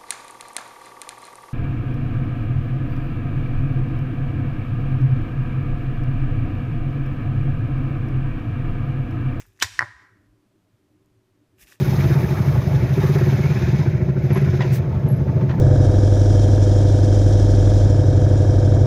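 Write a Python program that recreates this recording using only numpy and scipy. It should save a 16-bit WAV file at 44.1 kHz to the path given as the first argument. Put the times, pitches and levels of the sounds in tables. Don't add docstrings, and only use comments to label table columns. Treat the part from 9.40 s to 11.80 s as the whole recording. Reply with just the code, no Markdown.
import sys
import numpy as np
from scipy import signal
from scipy.io import wavfile

SR = 44100
rng = np.random.default_rng(int(sys.argv[2]) if len(sys.argv) > 2 else 0)


def level_to_linear(level):
    exponent = np.asarray(level, float) / 20
    return 10 ** exponent


def file_out(sig):
    cols = np.atleast_2d(sig).T
    lim = np.clip(cols, -1, 1)
    pcm = np.round(lim * 32767).astype(np.int16)
    wavfile.write(sys.argv[1], SR, pcm)


N = 105840
BURST_S = .2243


def along(rows, col, at):
    rows = np.array(rows)
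    return np.interp(np.log(at), np.log(rows[:, 0]), rows[:, col])


def rms_one(x):
    return x / np.sqrt(np.mean(x ** 2) + 1e-20)


def ring(x, hz, t60):
    r = level_to_linear(-60 / (t60 * SR))
    w = 2 * np.pi * hz / SR
    return signal.lfilter([0, np.sin(w)], [1, -2 * r * np.cos(w), r * r], x + 1e-18)


def t60_of(width_hz):
    return np.log(1000) / np.pi / width_hz


def resonance(x, hz, width_hz):
    return rms_one(ring(x, hz, t60_of(width_hz)))


def band_pass(x, lo_hz, hi_hz):
    return signal.sosfilt(signal.butter(2, [lo_hz, hi_hz], "band", fs=SR, output="sos"), x)


def high_pass(x, hz, order):
    return signal.sosfilt(signal.butter(order, hz, "high", fs=SR, output="sos"), x)


def colour(x, spectrum):
    edges = np.geomspace(max(spectrum[0][0], 30), 16000, 21)
    total = 0
    for k, (lo, hi) in enumerate(zip(edges, edges[1:])):
        gain = level_to_linear(along(spectrum, 1, np.sqrt(lo * hi)))
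        total = total + gain * band_pass(x, lo, hi) * (-1) ** k
    return rms_one(total)


def grains(per_s, spread_db):
    hits = rng.random(N) < per_s / SR
    size = level_to_linear(spread_db * np.minimum(rng.exponential(1, N), 5))
    return hits * size * rng.choice([-1, 1], N)


def drift(per_s):
    r = np.exp(-2 * np.pi * per_s / SR)
    return rms_one(signal.lfilter([1], [1, -2 * r, r * r], rng.standard_normal(N + SR))[SR:])


def knocks():
    # time of the widest swing in seconds, peak in dB, pitch in Hz, share feeding the damped
    contacts = [(.049, -52, 1902, .3, 0.82), (0.0544, -49, 1500, .4, 0.64), (.192, -46.5, 1891, 0.85, .8),
                (0.221, -15, 1903, .3, .7), (0.2257, -26.5, 330, .02, .75), (.2248, -6.5, 1999, 0.4, 0.67),
                (.235, -20.5, 2100, .3, 0.67), (0.2444, -22.5, 1850, .9, 1), (0.3923, -2, 1850, 0.85, 0.82),
                (.403, -19.5, 1800, 0.4, 0.75), (.409, -7.5, 1496, 0.22, .65), (0.419, -9, 1450, 0.12, 0.6),
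                (0.426, -10.5, 1450, 0.4, 0.61), (0.431, -22, 1101, 0.3, 0.59),
                (2.3237, -37, 1850, 0.34, .85)]
    # pitch in Hz, level in dB, t60 in seconds.
    bowl_tones = [(350, -7.5, 0.066), (620, -19.5, .015), (870, -29.5, 0.018), (1045, -15.5, 0.04),
                  (1170, -14.5, 0.019), (1460, -25, 0.014), (1640, -22.5, 0.022), (1760, -14, .011),
                  (1906, -4, 0.013), (2168, -15, .012)]
    # pitch in Hz, level in dB, t60 in seconds.
    pestle = [(2900, -31.5, 0.0081), (4484, -34, .02), (5278, -34.5, 0.018), (9440, -46, 0.03)]
    t = np.arange(N) / SR
    bowl, tick = np.zeros(N), np.zeros(N)
    for s, db, hz, share, swings in contacts:
        cycles = (t - s) * hz
        pulse = -level_to_linear(db) * np.exp(-(cycles / swings) ** 2) * np.cos(2 * np.pi * cycles)
        tone_ring = sum(level_to_linear(mode_db - 15.5) * ring(pulse, f, t60) for f, mode_db, t60 in bowl_tones)
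        bowl += pulse + share * tone_ring
        tick[int(s * SR)] = level_to_linear(db)
    chime = 0
    for f, mode_db, t60 in pestle:
        soft_tap = np.hanning(32) * np.cos(2 * np.pi * f * np.arange(32) / SR)
        chime = chime + level_to_linear(mode_db - 15) * ring(np.convolve(tick, soft_tap, "same"), f, t60)
    return bowl, chime


def crush():
    # frequency in Hz, level in dB per Hz.
    shard_colour = [(290, -60), (500, -30), (1060, -5.5), (2230, 2), (2690, -10.5), (3680, 2.5),
                    (4250, -11.5), (5920, 0.5), (15500, -37.5)]
    # pitch in Hz, width in Hz, level in dB.
    wall_modes = [(1050, 95, 0.5), (1840, 130, 2), (2200, 87, 1.5), (3000, 180, -5.5), (3280, 94, -4.5),
                  (3900, 410, -7), (5290, 110, -9), (5870, 120, -2.5), (6740, 100, -2.5), (7840, 96, -6.5),
                  (9930, 130, -17), (12000, 900, -19.5), (13800, 210, -19), (14400, 130, -17)]
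    build_db_per_s, build_from_s, settle_db_per_s = 1500, .206, 1120
    shards_per_s, shard_spread_db = 14000, 3.5
    t = np.arange(N) / SR - BURST_S

    build_db = build_db_per_s * np.minimum(t, 0) - 6 * settle_db_per_s * np.maximum(t, 0)
    build = level_to_linear(np.maximum(build_db, -200)) * (t > build_from_s - BURST_S)
    after = np.clip(t, 0, .2)
    first_split = level_to_linear(6 - 4998 * after)
    settle = (level_to_linear(-settle_db_per_s * after) + first_split) * (t > 0) * (t < .2)

    squeak_grains = grains(shards_per_s, shard_spread_db)
    squeak = level_to_linear(-17) * build * resonance(squeak_grains, hz=3050, width_hz=260)
    force = level_to_linear(-6 - 6.5) * (settle + .12 * build * (t <= 0))
    shards = grains(shards_per_s, shard_spread_db)
    wall_ring = sum(level_to_linear(db) * width_hz * ring(force * shards, hz, t60_of(width_hz))
                for hz, width_hz, db in wall_modes)
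    wall_ring = high_pass(wall_ring, 800, 3)
    return squeak + force * colour(shards, shard_colour) + level_to_linear(-6.5 - 60) * wall_ring


def snaps():
    # start in seconds, peak in dB, pitch in Hz.
    splits = [(.0035, -33, 6700), (.0037, -36, 2260), (.0038, -47, 11400), (.009, -42, 7000),
              (0.012, -38, 6800), (.0122, -42, 2100), (.015, -40, 5500), (.020, -37.5, 2100),
              (0.0194, -42, 5500), (.0235, -47, 7000), (0.0243, -41.5, 2100), (.066, -45, 13190),
              (.0735, -55, 6500), (.0737, -52, 13000), (.043, -55, 9000), (.084, -50, 13700),
              (0.121, -57, 2500), (0.1235, -57, 3500), (0.1307, -59, 12490), (.136, -58.5, 11500),
              (.146, -61, 2500), (0.164, -56, 5940), (0.1638, -58, 2300), (0.175, -50, 6100),
              (0.175, -51, 1999), (.189, -57, 5700), (0.201, -27, 6000), (.2011, -28.5, 4200),
              (0.2011, -31, 2200), (0.2245, -17, 6000), (0.224, -14, 12290), (0.2128, -32, 6497),
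              (.229, -17, 5814), (.235, -17, 7500), (.2385, -24, 3300), (0.3919, -19, 4720),
              (1.66, -60.5, 6500), (1.6601, -62, 12000), (2.1845, -49, 2600), (2.1965, -51, 2400),
              (2.197, -50, 8000), (2.212, -47, 2400), (2.2302, -40.5, 2400), (2.237, -46, 11000),
              (2.264, -52, 5000), (2.272, -41.5, 2600), (2.2722, -47, 5500), (2.2795, -44.5, 2600),
              (2.2794, -48, 9500), (2.294, -45.5, 3200), (2.304, -48, 12500), (2.31, -50, 3000),
              (2.319, -44, 2320), (2.322, -45.5, 6500), (2.331, -41.5, 3300), (2.337, -48.5, 4000),
              (2.357, -53, 2300), (2.3574, -51.5, 8000), (2.3574, -53.5, 14000)]
    ring_cycles, noise_share = 4.5, .3
    out = np.zeros(N + SR)
    puffs = rng.standard_normal((len(splits), 16))
    k = np.arange(16)
    for (s, db, hz), puff in zip(splits, puffs):
        push = np.hanning(16) * (np.cos(2 * np.pi * hz * k / SR) + noise_share * puff)
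        edge = np.diff(np.r_[0, push, np.zeros(400)])
        snap = ring(edge, hz, ring_cycles / hz + 0.00089)
        out[int(s * SR):][:len(snap)] += level_to_linear(db) * snap / np.abs(snap).max()
    return out[:N]


def drag():
    # time in seconds, level in dB, share rubbing the wall (0-1), wet hiss in dB.
    strokes = [
        [(0.0, -51.5, 0.4, -6), (0.025, -59, 0.6, -6), (0.048, -68, 0.7, -4), (0.07, -68.5, 0.4, 2),
         (0.148, -76.5, 0.66, -7), (0.19, -70.5, 0.5, -3), (0.198, -55, 0.3, -1), (.206, -52, .3, -3)],
        [(2.165, -88, 0.33, -1.5), (2.192, -61, 0.3, 4), (2.214, -54, 0.15, 4), (2.239, -55.5, 0, 4.5),
         (2.246, -62.5, .2, 0), (2.258, -69, 0.3, 1)],
        [(2.258, -69, 0.3, -3), (2.275, -59, 0.2, -0.5), (2.30, -58, 0.37, 0), (2.326, -57.5, 0.32, -4.5),
         (2.355, -63.5, 0.5, -1), (2.366, -76.5, .3, -2), (2.4, -84, 0.35, -2.5)],
    ]
    # frequency in Hz, level in dB per Hz.
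    grit_colour = [(530, -39.5), (900, -19), (2000, 0), (2860, -5.5), (4600, -9.5), (5500, -3),
                   (10300, -9.5), (11600, -5), (15500, -10)]
    t = np.arange(N) / SR
    grit = grains(per_s=22000, spread_db=2.2)
    body = colour(grit, grit_colour)
    wall_rub = resonance(grit, hz=1850, width_hz=760)
    wet = high_pass(body, 9700, 2)
    out = 0
    for rows in strokes:
        s, *columns = np.transpose(rows)
        db, rub, wet_db = [np.interp(t, s, c) for c in columns]
        moving = (t >= s[0]) * (t < s[-1])
        out = out + moving * level_to_linear(db) * (body + (level_to_linear(wet_db) - 1) * wet + 1.3 * rub * wall_rub)
    patches_db = 1.5 + 1.2 * drift(150)
    return out * level_to_linear(patches_db)


def sizzle():
    # lower edge in Hz, upper edge in Hz, level in dB, fade in dB per second.
    fizz_bands = [(1500, 2350, -43.5, 70), (2350, 5300, -40.5, 61), (5500, 9300, -41.5, 94.5),
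                  (10500, 14800, -50, 135)]
    dry_up_s, dry_up_db_per_s = 0.33, 88
    t = np.arange(N) / SR - BURST_S
    onset_db = 1100 * np.minimum(t, 0)
    dry_up_db = dry_up_db_per_s * np.maximum(t - dry_up_s, 0)
    out = 0
    for lo_hz, hi_hz, db, fade_db in fizz_bands:
        bubbles = signal.lfilter([1, -1], [1, -.7], grains(22000, 3.2))
        level_db = db - fade_db * np.maximum(t, 0) - dry_up_db + onset_db
        out = out + level_to_linear(level_db) * rms_one(band_pass(bubbles, lo_hz, hi_hz))
    return out


def thumps():
    # time of the widest swing in seconds, level in dB, pitch in Hz, swell in seconds.
    sways = [(.005, -53.5, 42.3, 0.099), (.005, -44.5, 105, 0.019), (0.089, -49.5, 104, .015),
             (0.254, -26.5, 92, .012), (0.314, -43, 102, 0.026), (0.346, -52, 50.5, 0.039),
             (0.409, -37, 110, 0.02), (0.433, -29.5, 108, 0.016), (0.494, -44, 105.5, 0.025),
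             (0.559, -48.5, 65.77, .02), (.73, -57, 107, 0.019), (0.799, -55, 92, .014),
             (.91, -56, 48, .03), (0.939, -57, 110, 0.0406), (1.345, -55, 115.8, 0.0133),
             (1.781, -59, 104.7, 0.014), (2.13, -57, 100, 0.024), (2.241, -53, 51, 0.0226)]
    t = np.arange(N) / SR
    return sum(level_to_linear(db) * np.exp(-((t - s) / swell) ** 2) * -np.cos(2 * np.pi * hz * (t - s))
               for s, db, hz, swell in sways)


def kitchen(x):
    # frequency in Hz, t60 in seconds, level in dB.
    echo_bands = [(497.4, 0.32, -32), (1150, 0.77, -37.5), (1800, 0.64, -39), (2599, 0.65, -33.5),
                  (4000, 0.58, -34.5), (7000, 0.65, -35.5), (9908, 0.26, -33.5), (14500, .22, -32.5)]
    early_t60_s, early_db, early_rise_s = 0.089, 12, 0.021
    t = np.arange(SR) / SR
    early = level_to_linear(early_db - 60 * t / early_t60_s)
    edges, echo = np.geomspace(150, 16500, 33), 0
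    for lo, hi in zip(edges, edges[1:]):
        band = band_pass(rng.standard_normal(SR), lo, hi)
        hz = np.sqrt(lo * hi)
        late = level_to_linear(-60 * t / along(echo_bands, 1, hz))
        echo = echo + band * level_to_linear(along(echo_bands, 2, hz) - 14) * (late + early)
    return signal.fftconvolve(x, echo * np.clip(t / early_rise_s, 0, 1))[:N]


def hush():
    # frequency in Hz, level in dB per Hz.
    hiss_colour = [(15, -49), (25, -24), (107, -10), (241, -13), (299, -7.5), (402, -10.5), (619, -24),
                   (880, -17.5), (15800, -37)]
    # pitch in Hz, width in Hz, level in dB.
    boom_modes = [(48, 14, -92), (110, 13, -68.5), (193, 45, -72.5), (300, 22, -70), (378.3, 5, -72.5),
                  (610, 81, -80)]
    booms = 0
    for hz, width_hz, db in boom_modes:
        sway_db = 2.5 * drift(9.0)
        booms = booms + level_to_linear(db + sway_db) * resonance(rng.standard_normal(N + SR), hz, width_hz)[SR:]
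    return level_to_linear(-64.5 - 6.5) * colour(rng.standard_normal(N + SR), hiss_colour)[SR:] + booms


def scene():
    bowl, chime = knocks()
    mortar = bowl + crush() + snaps() + drag()
    return (mortar + chime + sizzle() + kitchen(mortar) + thumps() + hush())[None]


def low_pass(x):
    return signal.sosfilt(signal.butter(12, 15920, fs=SR, output="sos"), x)


def record(dry):
    # time in seconds, gain in dB.
    gain = [
        (0.225, -3),
        (0.252, -5.5),
        (.3, -7),
        (0.393, -2.5),
        (.43, -3.5),
        (.55, -6),
        (0.619, 0.5),
        (0.751, -0.5),
        (.9, -1),
    ]
    clip = .5
    x = dry * level_to_linear(np.interp(np.arange(N) / SR, *np.transpose(gain)))
    x = (x + level_to_linear(-86.5) * rng.standard_normal(N)) / clip
    clipped = clip * x / (1 + x ** 6) ** (1 / 6)
    mix = signal.sosfilt(signal.cheby2(12, 70, 16350, fs=SR, output="sos"), clipped)
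    return low_pass(mix)


dry = scene()
out = record(dry)
file_out(out)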